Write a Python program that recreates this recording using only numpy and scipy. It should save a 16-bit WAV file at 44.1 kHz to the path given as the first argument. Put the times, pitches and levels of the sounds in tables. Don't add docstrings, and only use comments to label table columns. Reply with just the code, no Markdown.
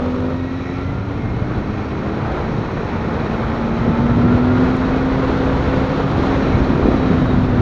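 import sys
import numpy as np
from scipy import signal
from scipy.fft import rfft, irfft, next_fast_len
from scipy.io import wavfile
from scipy.ndimage import uniform_filter1d, minimum_filter1d

SR = 44100
rng = np.random.default_rng(int(sys.argv[2]) if len(sys.argv) > 2 else 0)


def master_out(mix):
    frames = np.transpose(np.atleast_2d(mix))
    ceiling = np.clip(frames, -1, 1)
    pcm = np.round(ceiling * 32767).astype(np.int16)
    wavfile.write(sys.argv[1], SR, pcm)


N = 335601
T = np.arange(N) / SR


def amp(db):
    return 10 ** (np.asarray(db) / 20)


def unit(x):
    return x / np.sqrt(np.mean(x ** 2) + 1e-20)


def curve(rows):
    return np.interp(T, *np.transpose(rows))


def response(points, hz):
    f, db = np.transpose(points)
    return amp(np.interp(np.log(hz + 1), np.log(f + 1), db, right=-np.inf))


def colour(x, points):
    size = next_fast_len(N + 4096)
    return irfft(rfft(x, size) * response(points, np.fft.rfftfreq(size, 1 / SR)), size)[:N]


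def noise(points):
    return unit(colour(rng.standard_normal(N), points))


def wander(rate_hz):
    size, stride = 8192, 48
    hz = np.fft.rfftfreq(size, stride / SR)
    slow = irfft(rfft(rng.standard_normal(size)) * np.exp(-(hz / rate_hz) ** 2), size)
    return unit(np.interp(T, np.arange(size) * stride / SR, slow))


def resonate(x, hz, width):
    return signal.lfilter(*signal.iirpeak(hz, hz / max(width, 1), SR), x)


def resonance_gain(tone_hz, hz, width, db):
    return amp(db) / (1 + ((tone_hz - hz) / width) ** 2) ** 2


def exhaust(firing_hz, pipe, odd_db, count, smear=0.41):
    fundamental = np.exp(2j * np.pi * np.cumsum(firing_hz) / SR)
    harmonic, pulses = np.ones(N, complex), np.zeros(N)
    for k in range(1, count + 1):
        harmonic = harmonic * fundamental
        gain = np.interp(T, T[::256], response(pipe, k * firing_hz[::256])) * amp(odd_db * (k % 2))
        pulses -= gain * (harmonic * np.exp(2j * np.pi * smear * rng.random())).real
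    return np.sqrt(2) * pulses


def engine(crank_hz, load_db):
    # (frequency [Hz], level [dB])
    pipe = [(84, 8.5), (125, -3.9), (175, -4), (260, 0.66), (305, -1.5), (350, -6), (450, -8), (700, -14.5),
            (1400, -22.5), (2500, -44.5)]
    firing_hz = crank_hz / 2 * (1 + 0.00184 * wander(15.4))
    pulses = amp(load_db) * exhaust(firing_hz, pipe, odd_db=-11.5, count=32)
    pulses *= amp(1.2 * wander(30))
    airbox = amp(11.4) * resonate(pulses, hz=247.1, width=25.9)
    return pulses + airbox


def hum(crank_hz):
    order_hz = 4 * crank_hz
    gain = resonance_gain(order_hz, hz=359, width=36, db=-32) * amp(1.5 * wander(25))
    return gain * np.sin(2 * np.pi * np.cumsum(order_hz) / SR)


def gears(crank_hz, load_db):
    # (multiple of crank speed, level [dB], loaded flank [1 driving, -1 on the overrun])
    meshes = [(3.76, -35, 1), (7.52, -37.5, 1), (11.2, -35, 1), (15.05, -39, 1), (22, -30.5, 1),
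              (26.4, -42, 1), (30.1, -33.5, -1), (31.4, -47, 1), (34, -44, 1), (44, -39, 1)]
    # (frequency [Hz], width [Hz], gain [dB])
    gearbox = [(510, 40, 4), (881, 85, 0), (1373, 115, -2), (1940, 100, -13), (2150, 70, -15),
               (3120, 150, -20.5), (3830, 170, -16.5), (4530, 200, -21)]
    slack_db = -10.5
    turns = np.cumsum(crank_hz * (1 + .0014 * wander(15) + .0048 * wander(120))) / SR
    drive = uniform_filter1d(np.sign(np.gradient(crank_hz)), size=12000)
    whine = np.zeros(N)
    for multiple, db, flank in meshes:
        gain = amp(db + slack_db * (1 - flank * drive) / 2)
        ring = sum(resonance_gain(multiple * crank_hz, *mode) for mode in gearbox)
        flutter = unit(amp(2.5 * wander(40) + 2 * wander(7)))
        whine += gain * ring * flutter * np.sin(2 * np.pi * multiple * turns)
    return amp(4 + 0.57 * (load_db + 33)) * whine


def clatter(crank_hz):
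    # (frequency [Hz], relative width [Hz], gain [dB])
    cases = [(1350, 110, 0.5), (1850, 120, 4.5), (2190, 95, 4.5), (2420, 35, 6), (2540, 65, 1.5),
             (2890, 48, -37), (3300, 150, -21.5), (3953, 110, -6), (5570, 270, -14.5), (6130, 300, -18)]
    turns = np.cumsum(crank_hz) / SR
    knocks = (0.49 + np.exp(-(turns % 1) / 0.62)) * rng.standard_normal(N)
    ring = sum(amp(db) * resonate(resonate(knocks, hz, 1.7 * width), hz, 1.7 * width)
               for hz, width, db in cases)
    return amp(-43.5 + 2.2 * wander(2.3)) * unit(ring)


def bike_ahead():
    # (time [s], firing rate [Hz])
    revs = [(0, 48), (.36, 50.6), (.62, 38), (.9, 49), (1.55, 62), (3.5, 85), (4, 62.5), (5.8, 71.5),
            (7.1, 87), (7.61, 83)]
    # (time [s], gain [dB])
    rasp_gain = [(0, -28.5), (.33, -30.5), (.42, -54.5), (1, -61)]
    # (frequency [Hz], level [dB])
    note_pipe = [(50, -13.5), (100, 3.5), (160, 0), (230, -17.5), (450, -12), (650, -20.5), (1500, -35)]
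    rasp_pipe = [(150, -18), (200, -3), (300, -15), (390, 1), (440, -6), (495, 4), (545, 2), (700, -15),
                 (1200, -10.5), (2500, -21.5)]
    firing_hz = curve(revs)
    level_db = -32 + 6 * np.log2(firing_hz / 70) + 3 * wander(3.1)
    firing_hz *= 1 + .003 * wander(10.8)
    note = amp(level_db + 2 * wander(22)) * unit(exhaust(firing_hz, note_pipe, odd_db=-10, count=14))
    puffs = noise([(300, -17.5), (600, 3), (1300, -3), (2600, -26.5), (7000, -32.5)])
    puffs *= np.exp(-(np.cumsum(firing_hz) / SR % 1) / 0.13)
    rasp = amp(-6.5) * exhaust(firing_hz, rasp_pipe, odd_db=-1.5, count=30, smear=0.46) + amp(-2) * puffs
    return note + amp(curve(rasp_gain) + 1.3 * wander(25)) * rasp


def wind(crank_hz):
    # (frequency [Hz], density [dB])
    rumble_band = [(12, -17), (28, -1), (42, 2), (62, 6), (80, 6), (110, -8.5), (200, -44), (400, -77.5)]
    buffet_band = [(50, -27.5), (80, -5.5), (115, -1), (180, -5.5), (250, -9.5), (400, -18.5), (900, -48.5)]
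    turbulence_band = [(100, -10.5), (200, 2.5), (300, 1), (420, 1.5), (560, -2), (750, -6.5),
                       (1100, -30.5), (2500, -55.5)]
    roar_band = [(400, -26.5), (750, -2), (950, -1), (1200, -2), (1420, -3), (1650, -8.5), (2100, -12.5),
                 (2600, -19.5), (4000, -49)]
    hiss_band = [(1800, -25), (2600, 0.5), (3300, 1), (4100, -1), (4500, -5), (4950, -10.5), (5600, -12),
                 (6500, -16.5), (7400, -21), (11000, -21), (15000, -36)]
    # (middle [s], half length [s], rumble [dB], buffet [dB], rush [dB])
    spells = [(0.078, .16, 2, -2, 3), (0.548, 0.18, -7, 1.5, 0), (1.248, 0.34, 5, 4, -1),
              (1.544, 0.043, -3, 3.5, 2.5), (1.85, .15, 2, -3, -1), (2.324, 0.11, 1.5, -4.5, 2.5),
              (3.405, 0.26, 0, -0.5, 2), (4.095, 0.38, 3, 6, 0.7), (4.65, 0.091, -0.5, 2.5, 2.2),
              (5.064, 0.067, -0.5, 1, -2.5), (5.25, .13, 0, -0.5, 1), (6.1, 0.084, -3, -1.5, -2),
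              (6.273, 0.073, -2, 1, 2), (6.704, 0.28, 6, 3.5, -0.5), (7.14, 0.092, 0.5, 4.5, 0.5),
              (7.47, 0.23, 4.5, 10.5, -0.3)]
    rumble_swell, buffet_swell, rush_swell = sum(
        np.outer(dbs, np.exp(-((T - s) / half) ** 2)) for s, half, *dbs in spells)
    cruise_hz, hiss_floor_db = 120, -49.5
    octaves = np.log2(crank_hz / cruise_hz)
    flutter = wander(41)
    rumble = amp(-28.5 + 17 * octaves + rumble_swell + 1.5 * wander(4.7)) * noise(rumble_band)
    buffet = amp(-25 + 8.3 * octaves + buffet_swell + wander(3.6)) * noise(buffet_band)
    turbulence_db = -25 + 18.5 * octaves + .9 * rush_swell + 0.45 * wander(6) + 0.95 * flutter
    turbulence = amp(turbulence_db) * noise(turbulence_band)
    roar_db = -30 + 16.6 * octaves + rush_swell + 0.44 * flutter + 0.87 * wander(69)
    roar = amp(roar_db) * noise(roar_band)
    hiss_gain = np.hypot(amp(-47 + 32.5 * octaves), amp(hiss_floor_db))
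    hiss = hiss_gain * amp(.8 * rush_swell + 0.77 * flutter) * noise(hiss_band)
    return rumble + buffet + turbulence + roar + hiss


def gusts():
    # (time [s], peak level [dB])
    thumps = [(1.569, -9), (1.699, -13), (2.249, -14), (2.95, -12), (3.889, -3), (4.049, -7), (4.249, -4),
              (4.359, -3), (6.189, -6), (6.44, -9), (6.55, -9), (6.869, -13), (7.109, -6)]
    swell = sum(amp(db - 8) * np.exp(-((T - s) / .022) ** 2) for s, db in thumps)
    return swell * noise([(15, -17), (40, -5.5), (100, 8.5), (180, 2.5), (300, -3), (700, -18),
                          (2500, -62)])


def ticks():
    # (time [s], starting level [dB], frequency [Hz], width [Hz])
    taps = [(4.767, -42, 8500, 9000), (6.583, -47, 11350, 1400), (6.881, -40, 11000, 1390)]
    sound = np.zeros(N)
    for s, db, hz, width in taps:
        ring = unit(resonate(resonate(rng.standard_normal(N), hz, width), hz, width))
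        sound += amp(db) * (T >= s) * np.exp(-abs(T - s) / .004) * ring
    return sound


def bike_passing():
    # (time [s], firing rate [Hz])
    revs = [(6.1, 27), (6.45, 28.5), (6.55, 29.5), (6.8, 32.7), (7, 35.3), (7.15, 35.5), (7.61, 32)]
    # (time [s], level [dB])
    loudness = [(6.1, -48), (6.4, -23), (6.65, -21.5), (6.9, -16.5), (7.05, -33), (7.35, -36), (7.61, -38)]
    # (frequency [Hz], level [dB])
    pipe = [(60, -24), (130, -20), (210, 8.5), (280, 5.5), (380, 4), (470, -5.5), (700, -9), (1500, -27.5)]
    gain = amp(curve(loudness) + 1.5 * wander(18))
    return gain * unit(exhaust(curve(revs), pipe, odd_db=1, count=24))


def scene():
    # (time [s], crankshaft speed [turns/s])
    revs = [(0.0, 82.9), (0.7, 88.8), (1.3, 97.1), (1.8, 105.0), (2.75, 111.8), (3.7, 114.6), (4.15, 119.5),
            (4.65, 127.5), (5.1, 131.5), (6.1, 135.5), (6.5, 133.8), (6.95, 129.1), (7.2, 128.0),
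            (7.61, 122.2)]
    # (time [s], gain [dB])
    load = [(0, -35.5), (1, -39.5), (1.6, -35.5), (2.2, -35.5), (2.9, -39.5), (3.7, -34.5), (3.9, -30),
            (4.65, -30.5), (5.8, -34.5), (7.61, -35)]
    crank_hz, load_db = curve(revs), curve(load)
    bike = engine(crank_hz, load_db) + hum(crank_hz) + gears(crank_hz, load_db) + clatter(crank_hz)
    return (bike + bike_ahead() + wind(crank_hz) + gusts() + ticks() + bike_passing())[None]


def record(dry):
    # (frequency [Hz], gain [dB])
    treble_rolloff = [(6800, 0.5), (7350, -1.5), (7650, -11.5), (7950, -26.5), (8400, -8.5), (10500, -11),
                      (12000, -22.5), (15500, -18.5)]
    ceiling, hold_samples, edge_hz = .88, 441, 15700
    gain = minimum_filter1d(ceiling / np.maximum(abs(dry[0]), ceiling), 2 * hold_samples + 1)
    gain = uniform_filter1d(uniform_filter1d(gain, hold_samples), hold_samples)
    heard = colour(dry[0] * gain, treble_rolloff) + amp(-74) * rng.standard_normal(N)
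    band_limit = signal.firwin(511, edge_hz, window=("kaiser", 9), fs=SR)
    return signal.oaconvolve(heard, band_limit, "same")[None]


dry = scene()
out = record(dry)
master_out(out)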